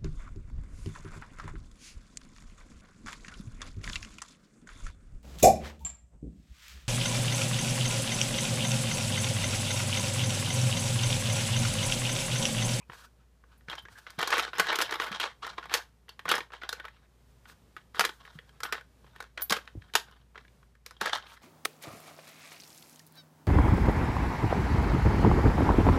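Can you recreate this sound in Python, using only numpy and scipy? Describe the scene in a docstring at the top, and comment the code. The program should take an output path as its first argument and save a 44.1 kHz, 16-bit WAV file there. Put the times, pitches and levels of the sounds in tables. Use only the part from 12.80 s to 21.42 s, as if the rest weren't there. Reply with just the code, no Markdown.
"""Two faint rubbing squeaks open the scene, then soft knocks, a paw thud and a sniff, over room air and mains hum.
A dog noses and paws a hollow plastic puzzle toy on a carpet in a quiet room, near a phone.
Loose pieces knock, rattle and slide: noise contacts and slip grains ring the modes of one plastic tray.
Squeaks are noise in a narrow resonance, sniffs are coloured air noise, tag and paws are decaying sines.
A short echo surrounds the toy; deep bass is thin, treble much weaker above 15.4 kHz and absent above 16.5 kHz."""
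import sys
import numpy as np
from scipy import signal
from scipy.fft import rfft, irfft, next_fast_len
from scipy.io import wavfile
from scipy.ndimage import uniform_filter1d

SR = 44100
rng = np.random.default_rng(int(sys.argv[2]) if len(sys.argv) > 2 else 0)


def wav_out(sig):
    """Save sig, one row per channel (or a flat mono array), as 16-bit PCM at SR to the path in sys.argv[1]."""
    wavfile.write(sys.argv[1], SR, np.round(np.clip(np.atleast_2d(sig).T, -1, 1) * 32767).astype(np.int16))


N = 380141  # samples


def gain_of(db):
    """Decibels to amplitude."""
    return 10 ** (np.asarray(db) / 20)


def evened(x):
    """Scales to rms 1."""
    return x / np.sqrt(np.mean(x ** 2) + 1e-20)


def read(points, hz):
    """Reads a spectrum on a log-frequency axis."""
    f, value = np.transpose(points)
    return np.interp(np.log(hz + 1), np.log(f + 1), value)


def add(mix, s, sound):
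    """Mixes a sound in at s seconds."""
    part = mix[max(round(s * SR), 0):][:len(sound)]
    part += sound[:len(part)]


def coloured(x, points):
    """Filters by a spectrum."""
    size = next_fast_len(len(x))
    gains = gain_of(read(points, np.fft.rfftfreq(size, 1 / SR)))
    return irfft(rfft(x, size) * gains, size)[:len(x)]


def ring(x, hz, width):
    """A mode with gain near 1 at its centre and steep skirts: a narrow and a wide two-pole stage."""
    for spread in (1, 5.0):
        r = np.exp(-np.pi * width * spread / SR)
        x = signal.lfilter([1 - r, 0, r - 1], [1, -2 * r * np.cos(2 * np.pi * hz / SR), r * r], x)
    return x


def wander(per_s):
    """Slow random drift of rms 1, with per_s new targets a second."""
    steps = rng.standard_normal(round(N / SR * per_s) + 2)
    return evened(np.interp(np.arange(N) / SR * per_s, np.arange(len(steps)), steps))


def played(rows, rise, sag, fall):
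    """Each row swells in, sags while held and dies away (dB per s): summed gain and gain-weighted colour."""
    t = np.arange(0, N + 64, 64) / SR
    start, hold, db, colour = np.transpose(rows)[:, :, None]
    held = np.clip(t - start, 0, hold)
    before = np.maximum(start - t, 0)
    after = np.maximum(t - start - held, 0)
    gains = gain_of(db - rise * before - sag * held - fall * after)
    total = gains.sum(axis=0)
    blend = (gains * colour).sum(axis=0) / (total + 1e-30)
    return [np.interp(np.arange(N) / SR, t, curve) for curve in (total, blend)]


# Clear knocks of pieces on the tray. Each row: start in seconds, level of the body's loudest moment in dB,
# hardness as treble in dB against the body, frequency that the struck spot favours in Hz.
KNOCKS = [(.0978, -35.5, -17, 1003), (.1188, -42, -25, 1070), (.132, -40, -34, 1000),
          (.6382, -51, -29.5, 1030), (.809, -57, -20, 1460), (.884, -34.5, -28, 1570),
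          (.8986, -31.5, -7.5, 3220), (.914, -36, -8, 1390), (.9286, -31, -18, 1550),
          (.9528, -40.5, -4, 1630), (.981, -35, -15, 3150), (.9903, -44.5, -1, 3000),
          (1.0525, -42, -22, 1600), (1.0844, -42.5, -34, 1120), (1.2664, -35, -16, 1500),
          (1.284, -57, -26, 1140), (1.304, -46, 3.5, 1300), (1.3894, -26, -6, 1160),
          (1.4137, -26.5, -3, 1650), (1.4274, -20, -8.5, 2160), (1.4738, -26, 0.5, 1150),
          (1.5043, -25, -3, 1590), (1.5376, -22, -10.5, 960), (1.569, -22.5, -10, 980),
          (1.5802, -19.5, -7, 1640), (1.5953, -19, -8.5, 1690), (1.6285, -43, -18.5, 1930),
          (1.6783, -32, -28, 1100), (1.7322, -28.5, -19, 1440), (1.7828, -27.5, -3, 1460),
          (1.7965, -14, -5, 1490), (1.8681, -26.5, -10, 1700), (1.9023, -22.5, -32, 1240),
          (1.9265, -23.5, -8.5, 1220), (1.9554, -27, 2, 2080), (1.9874, -20, -5, 1490),
          (2.0032, -20, -12, 1170), (2.0139, -24, 0.5, 2720), (2.0199, -19.5, -3, 1580),
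          (2.1093, -34, 1.5, 1680), (2.1226, -23.5, -42, 1560), (2.1993, -20, -50, 1480),
          (2.2205, -28, -8.5, 2020), (2.2553, -38, -15, 1260), (2.3157, -34.5, -6.5, 1020),
          (2.3436, -35, -38, 1730), (2.399, -24, -6.5, 3220), (2.4392, -25.5, -38, 1560),
          (2.4749, -35, -16, 1470), (2.6314, -33.5, -23, 1040), (2.666, -31, -9, 960),
          (2.677, -32, -26, 1350), (2.7802, -27.5, -22.5, 1200), (2.827, -37, -32, 1450),
          (2.8402, -39.5, -32, 1520), (2.855, -35.5, -14, 930), (2.8954, -36, -30.5, 1560),
          (2.9159, -30.5, -31, 1240), (2.939, -18, 2, 2270), (2.9644, -36, -4, 1780),
          (3.283, -45.5, -21, 1500), (3.2906, -39, -4.5, 4460), (3.3924, -34.5, -9.5, 1700),
          (3.4546, -27.5, -16.5, 794), (3.48, -26.5, -27.5, 1460), (3.4895, -22.5, -2.5, 1230),
          (3.5141, -14.5, -5.5, 1560), (3.5534, -32.5, 2.5, 2120), (3.5796, -27, -5, 860),
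          (3.605, -29.5, -26, 1700), (3.7037, -45.5, -26, 860), (3.72, -44, -35, 990),
          (3.7342, -35, -13, 1190), (3.819, -37, -33, 1440), (3.8337, -31, -14, 1320),
          (3.8904, -26, -1, 3790), (3.9272, -26, -3, 1400), (3.9985, -34.5, -13, 1450),
          (4.0429, -38, -21, 1310), (4.0515, -33, -11, 1370), (4.0816, -38, -15.5, 1670),
          (4.655, -46, -19, 1518), (4.697, -44.5, -21.5, 1410), (4.9652, -34.5, -13, 1240),
          (5.1457, -35, -30.5, 1050), (5.1692, -34.5, -28, 1190), (5.1941, -13, -3, 1910),
          (5.2073, -15, -4.5, 1890), (5.24, -20.5, -29, 1610), (5.2496, -18.5, -3, 2010),
          (5.2742, -35, -11, 2040), (5.2917, -30, -9, 1500), (5.4507, -43, -14, 1630),
          (5.4759, -43.5, -28, 1040), (5.588, -37, -16, 1740), (5.6918, -51, -6.5, 1970),
          (5.8035, -36, -5.5, 1330), (5.8329, -25, -1.5, 1360), (5.8511, -30.5, -19, 1510),
          (5.9241, -21.5, -5, 1340), (5.9414, -34, -16, 1300), (5.9797, -37, -30, 1230),
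          (6.01, -41.5, -12, 1510), (6.2434, -52, -31.5, 750), (6.3613, -41, -12, 1260),
          (6.403, -31.5, -8, 1470), (6.425, -42, -3.5, 1400), (6.44, -43, -33, 1500),
          (6.5752, -28.5, -49, 1600), (6.5964, -34.5, -17, 1410), (6.6192, -36, 1.5, 1520),
          (6.6971, -27, 2.5, 3840), (6.7055, -23.5, 1.5, 1180), (6.7225, -16, -3, 2010),
          (6.7658, -28, -8.5, 1260), (6.7865, -35.5, -24, 1260), (6.8752, -37, -50, 1670),
          (7.0208, -47, -26.5, 1690), (7.137, -32.5, -1, 2260), (7.1529, -11, -2.5, 2180),
          (7.171, -32, -12.5, 3900), (7.312, -52, -5, 900), (7.547, -52, -20, 800),
          (7.556, -38, -30.5, 1270), (7.577, -39, -28, 1590), (7.649, -51, -30.5, 1750),
          (7.68, -54, -17.5, 2056), (7.829, -53.5, -19.5, 972), (7.952, -54.5, -10.5, 1335),
          (8.0621, -39.5, 3, 1648), (8.109, -41.5, -1.5, 1160), (8.1662, -50, -17, 3110),
          (8.2118, -20, -7, 1400), (8.2575, -22, -8, 1740), (8.2946, -28, -35, 1660),
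          (8.3249, -36, -12, 1680), (8.3384, -38, -2, 1300), (8.3512, -42, 7, 970), (8.372, -37, -6, 1300),
          (8.4245, -45, -18, 3120), (8.467, -46, -10.5, 3060)]
# Resonances of the plastic tray, lowest first. Each row: frequency in Hz, width in Hz, level in dB.
TRAY_MODES = [(478, 140, 0), (687, 450, 5.5), (900, 330, -0.5), (1120, 230, 4.5), (1300, 200, 4),
              (1450, 120, 3), (1640, 352, 4), (1970, 200, -6.5), (2192, 460, -2.5), (2560, 220, -10),
              (2804, 460, -2.5), (3137, 250, -4.5), (3563, 430, -8.5), (4470, 130, -13), (5030, 270, -14.5)]
# Treble spectrum of a hard contact. Each row: frequency in Hz, level in dB per Hz.
CRACK = [(2350, -27), (4000, 4), (7090, -3.5), (8770, -8.5), (9410, -8), (12900, -10.5), (14600, -15.5),
         (16400, -28)]
WEIGHT_DB = -13.5  # bass of a knock against its body, for a spot at 1400 Hz
WEIGHT_DB_PER_OCTAVE, WEIGHT_SPREAD_DB = -4, 2.5  # low spots sound heavier


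def knocks(rows):
    """Each knock is a quick chatter of contacts that rings the tray where it lands."""
    out, t = np.zeros(N), np.arange(2048) / SR
    for s, db, hard_db, spot_hz in rows:
        if db < -62:  # too faint to hear
            continue
        chatter_s = 0.0046 * gain_of(0.14 * (db + 29.5))  # stronger blows chatter longer
        contacts = rng.standard_normal(len(t)) * gain_of(6.1 * rng.standard_normal(len(t)))
        contacts *= np.minimum(t / (0.17 * chatter_s), 1) * np.exp(-t / chatter_s)
        luck_db = 2 * rng.standard_normal(len(TRAY_MODES))
        heavy_db = WEIGHT_DB + WEIGHT_DB_PER_OCTAVE * np.log2(spot_hz / 1400)
        heavy_db += WEIGHT_SPREAD_DB * rng.standard_normal()

        # modes near the struck spot are driven hardest; a strong blow shakes more of the tray
        focus_db = np.clip(5.5 - 0.16 * (db + 19.5), 2, 14)  # per octave
        octaves = abs(np.log2(np.transpose(TRAY_MODES)[0, 1:] / spot_hz))
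        # a light tap sings on the nearest mode
        nearest_db = np.clip(-.25 * (db + 10), 0, 7) * (octaves == octaves.min())
        body = np.zeros(len(t))
        for (hz, width, mode_db), luck, octave, near in zip(TRAY_MODES[1:], luck_db, octaves, nearest_db):
            body += gain_of(mode_db + luck - focus_db * octave + near) * ring(contacts, hz, width)

        crack = coloured(contacts, CRACK)
        weight = ring(contacts, *TRAY_MODES[0][:2])
        for part, part_db in ((body, 0), (crack, hard_db), (weight, heavy_db)):
            loudest = np.sqrt(uniform_filter1d(part ** 2, size=110).max() * 2)
            add(out, s, gain_of(db + part_db) * part / loudest)
    return out


# Pieces scraping over the tray, and among them a few very faint rustles. Each row: start in seconds,
# hold in seconds, scraping level at the start in dB, treble in dB against it.
SCRAPES = [(.11, 0.036, -57, -29), (.885, 0.1, -45.5, -31), (1.272, 0.014, -44.5, -26),
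           (1.39, 0.12, -29.5, -27), (1.52, 0.12, -29, -37), (1.74, 0.034, -37.5, -13.5),
           (1.79, 0.085, -33.5, -37), (1.89, 0.26, -29.5, -15), (2.11, 0.036, -37.5, -7.5),
           (2.2, 0.067, -35, -8), (2.32, 0.038, -38, -36), (2.41, 0.034, -29.5, -54),
           (2.63, 0.076, -42, -34), (2.78, 0.19, -50.5, -14.5), (2.912, 0.025, -34.5, -10),
           (2.94, 0.013, -32, -2), (3.29, 0.0073, -57, -32), (3.457, 0.04, -44, -25),
           (3.495, 0.063, -27.5, -10), (3.73, 0.015, -45, -32), (3.82, 0.41, -48.5, -20),
           (4.66, 0.076, -70, -25.5), (4.97, .005, -54, -32), (5.15, .04, -47, -8), (5.2, 0.054, -40.5, -4),
           (5.4, 0.59, -57, -28), (5.68, 0.16, -71.5, -14.5), (5.836, 0.026, -42, -15),
           (5.93, 0.011, -37.5, -24), (6.24, 0.16, -65.5, -13), (6.36, 0.099, -53.5, -37),
           (6.58, 0.037, -46.5, -28), (6.706, 0.035, -34.5, -17), (6.83, 0.067, -61, -14),
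           (7.02, 0.09, -65, -16.5), (7.155, 0.0075, -34.5, -25), (7.27, 0.16, -62, -11),
           (7.56, 0.027, -53, -23), (8.06, 0.074, -61, -18), (8.212, 0.071, -36, -49),
           (8.33, 0.023, -33, -28.5), (8.43, 0.33, -55, -11)]
SCRAPE_RISE, SCRAPE_SAG, SCRAPE_FALL = 2500, 50, 367  # dB per s before, during and after the hold


def drags():
    """Stick and slip: uneven grains, in clumps, ring the same tray."""
    gain, treble_db = played(SCRAPES, SCRAPE_RISE, SCRAPE_SAG, SCRAPE_FALL)
    grains = gain_of(3.0 * np.minimum(rng.exponential(1, N), 3.5)) * rng.choice([-1., 1.], N)
    grains *= rng.random(N) < 2500 / SR  # about 2500 slips a second
    grains = evened(grains * gain_of(3.4 * wander(120)))
    # the sliding contact visits one mode after another
    body = np.zeros(N)
    for hz, width, db in TRAY_MODES:
        visit = gain_of(db + 2.5 * np.log2(hz / 1500) + 4.1 * wander(60))
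        body += ring(visit * grains, hz, width)
    treble = evened(coloured(grains, CRACK))
    return gain * (evened(body) + gain_of(treble_db) * treble)


RATTLE_PER_S = 26
RATTLE_DB, RATTLE_SPREAD_DB = -3.5, 6  # small knocks, against the scraping level
RATTLE_HARD_DB, RATTLE_HZ = -16.5, 1400  # typical treble against the body, and favoured spot


def rattle():
    """Rows of small knocks at random moments, their strength following the scraping level."""
    slots = np.arange(int(N / SR * RATTLE_PER_S))
    s = (slots + rng.random(len(slots))) / RATTLE_PER_S
    size, hard, spot = rng.standard_normal((len(slots), 3)).T
    scrape = played(SCRAPES, SCRAPE_RISE, SCRAPE_SAG, SCRAPE_FALL)[0]
    scrape_db = 20 * np.log10(scrape[(s * SR).astype(int)] + 1e-9)
    level_db = scrape_db + RATTLE_DB + RATTLE_SPREAD_DB * size
    return np.transpose([s, level_db, RATTLE_HARD_DB + 7.0 * hard, RATTLE_HZ * 2 ** (0.29 * spot)])


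# A rubbed piece sings briefly on one note. Each row: start in seconds, length in seconds,
# rms level in dB before the ends are faded, frequency in Hz.
SQUEAKS = [(0, 0.036, -64, 1000), (0, 0.04, -64, 2400), (0.206, 0.074, -61, 1450),
           (.89, 0.043, -47.5, 3200), (0.978, .03, -49, 3130), (1.148, 0.053, -53.5, 1600),
           (2.992, 0.031, -47, 1570), (5.857, 0.078, -51, 1400), (8.255, 0.025, -36, 1690)]
SQUEAK_WIDTH_HZ = 120


def squeaks():
    """Friction noise held by one narrow resonance."""
    out = np.zeros(N)
    for s, length, db, hz in SQUEAKS:
        rub = rng.standard_normal(round(length * SR))
        note = evened(ring(rub, hz, SQUEAK_WIDTH_HZ))
        add(out, s, gain_of(db) * note * signal.windows.tukey(len(rub), .5))
    return out


# Air through the dog's nose. Each row: start in seconds, hold in seconds, level at the start in dB,
# dullness as dB lost per octave above 3 kHz.
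SNIFFS = [(.135, 0.12, -55, -0.5), (.41, 0.027, -82.5, 13), (.72, 0.047, -68.5, 6), (1.13, 0.42, -60, 0),
          (4.43, 0.093, -76.5, -4), (4.69, 0.024, -56, -1), (5.34, 0.34, -64, -3.5),
          (8.49, 0.063, -58.5, -1)]
# Spectrum of the nose air. Each row: frequency in Hz, level in dB per Hz.
NOSTRILS = [(290, -34), (500, -10.5), (827, -10), (901, -3.5), (1560, 0), (2100, -15.5), (2290, -11),
            (4130, -10.5), (15500, -24)]
SNIFF_RISE, SNIFF_SAG, SNIFF_FALL = 360, 23, 800  # dB per s before, during and after the hold


def sniffs():
    """Turbulent air, slightly fluttering; a nose turned into the toy sounds duller."""
    gain, dull = played(SNIFFS, SNIFF_RISE, SNIFF_SAG, SNIFF_FALL)
    air = evened(coloured(rng.standard_normal(N), NOSTRILS) * gain_of(3.7 * wander(48)))
    hz, t, z = signal.stft(air, SR, nperseg=256)
    octaves = np.log2(np.maximum(hz, 3000) / 5000)[:, None]  # the tilt pivots at 5 kHz
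    z = z * gain_of(-octaves * dull[np.minimum((t * SR).astype(int), N - 1)])
    return gain * signal.istft(z, SR, nperseg=256)[1][:N]


# Modes of the metal tag. Each row: frequency in Hz, level in dB, time to fall 60 dB in seconds.
TAG_MODES = [(8500, -9, .06), (10330, -8, .047), (11775, -5.5, .088), (15085, -2.5, .061)]
# The tag swings against its ring. Each row: start in seconds, level in dB before the mode levels,
# frequency that the touch favours in Hz.
TINKLES = [(0.777, -58, 10300), (1.022, -55, 10400), (5.843, -36, 9800), (6.611, -36.5, 15000),
           (6.62, -18.5, 12800), (6.623, -30, 13000)]


def tag():
    """Thin metal: a few clean high modes, weaker the further they lie from the favoured frequency."""
    out, t = np.zeros(N), np.arange(8000) / SR
    for s, db, spot_hz in TINKLES:
        for hz, mode_db, t60 in TAG_MODES:
            off_spot_db = 22.0 * abs(np.log2(hz / spot_hz))
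            level = gain_of(db + mode_db - off_spot_db - 60 * t / t60)
            add(out, s, level * np.sin(2 * np.pi * hz * t) * np.minimum(t / 0.0017, 1))
    return out


# Paws landing on the carpet. Each row: start in seconds, level at the start of the decay in dB,
# frequency in Hz, time to fall 60 dB in seconds.
THUDS = [(0.094, -40, 132, 0.044), (0.884, -40, 158, 0.042), (1.038, -47, 101, 0.07),
         (1.118, -50.5, 100, 0.14), (1.383, -32, 163, 0.047), (1.795, -36, 180, 0.1),
         (2.311, -36.5, 197, 0.075), (3.455, -50.5, 171, 0.56), (5.192, -37.5, 198, 0.1),
         (5.554, -40.5, 151, 0.11), (6.713, -29, 208, 0.071), (6.952, -31.5, 294, 0.03),
         (6.953, -32.5, 80, 0.077), (6.973, -29, 94, 0.11), (7.144, -44, 209, 0.076),
         (8.217, -41, 206, 0.1)]


def paws():
    """Soft low pushes into the floor: decaying sines with a short rise."""
    out, t = np.zeros(N), np.arange(9000) / SR
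    for s, db, hz, t60 in THUDS:
        level = gain_of(db - 60 * t / t60)
        add(out, s, level * np.sin(2 * np.pi * hz * t) * np.minimum(t / 0.0013, 1))
    return out


# Decay of the room echo. Each row: frequency in Hz, time to fall 60 dB in seconds.
ROOM_DECAY = [(200, .2), (1000, 0.18), (4000, 0.19), (12000, 0.19)]
ROOM_DB = -12  # echo against the near sound


def room(x):
    """Sparse taps of random sign, each band dying at its own speed."""
    taps = np.zeros(SR // 2)
    at = np.arange(200, len(taps) - 20, 20)
    taps[at + rng.integers(0, 20, len(at))] = rng.choice([-1., 1.], len(at))
    hz, t, z = signal.stft(taps, SR, nperseg=256)
    decay = gain_of(-60 * t / read(ROOM_DECAY, hz)[:, None])
    tail = signal.istft(z * decay, SR, nperseg=256)[1]
    return signal.oaconvolve(x, tail / np.linalg.norm(tail))[:N]


# Spectrum of room air and microphone hiss. Each row: frequency in Hz, level in dB per Hz.
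AIR = [(15, -37), (25, -14.5), (48, -7), (68, -8.5), (127, -5), (166, -9.5), (249, -13), (317, -20),
       (405, -16), (677, -22.5), (1100, -24.5), (2160, -30), (8360, -36.5), (14800, -41.5), (16000, -51.5)]
AIR_DB = -64.5  # rms, around which it drifts
HUM_HZ, HUM_DB = 58.5, -60  # centre pitch and peak level, around which both waver


def background():
    """Still room air and microphone hiss as coloured noise, with a wavering mains hum as one sine."""
    air = evened(coloured(rng.standard_normal(N), AIR)) * gain_of(AIR_DB + 1.8 * wander(4))
    hum_level = gain_of(HUM_DB + 1.6 * wander(4.4))
    hum_hz = HUM_HZ + 0.89 * wander(5.1)
    return air + hum_level * np.sin(2 * np.pi * np.cumsum(hum_hz) / SR)


def scene():
    """Everything near the toy, its echo in the room, and the background."""
    toy = knocks(KNOCKS) + knocks(rattle()) + drags() + squeaks()
    near = toy + sniffs() + tag() + paws()
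    return (near + gain_of(ROOM_DB) * room(near) + background())[None]


BASS_HZ = 46.5  # bass is weaker below this
DULL_HZ, DULL_DB = 15400, -22  # treble above this is weaker by this much
EDGE_HZ = 16500  # the band ends here


def record(dry):
    """Deep bass is thin, the top of the treble is much weaker, then the band ends."""
    dry = signal.sosfilt(signal.butter(3, BASS_HZ, "high", fs=SR, output="sos"), dry)
    below, whole = (signal.firwin(401, hz, window=("kaiser", 9), fs=SR) for hz in (DULL_HZ, EDGE_HZ))
    response = below + gain_of(DULL_DB) * (whole - below)
    return signal.oaconvolve(dry, response[None], "same")


dry = scene()
out = record(dry)
wav_out(out)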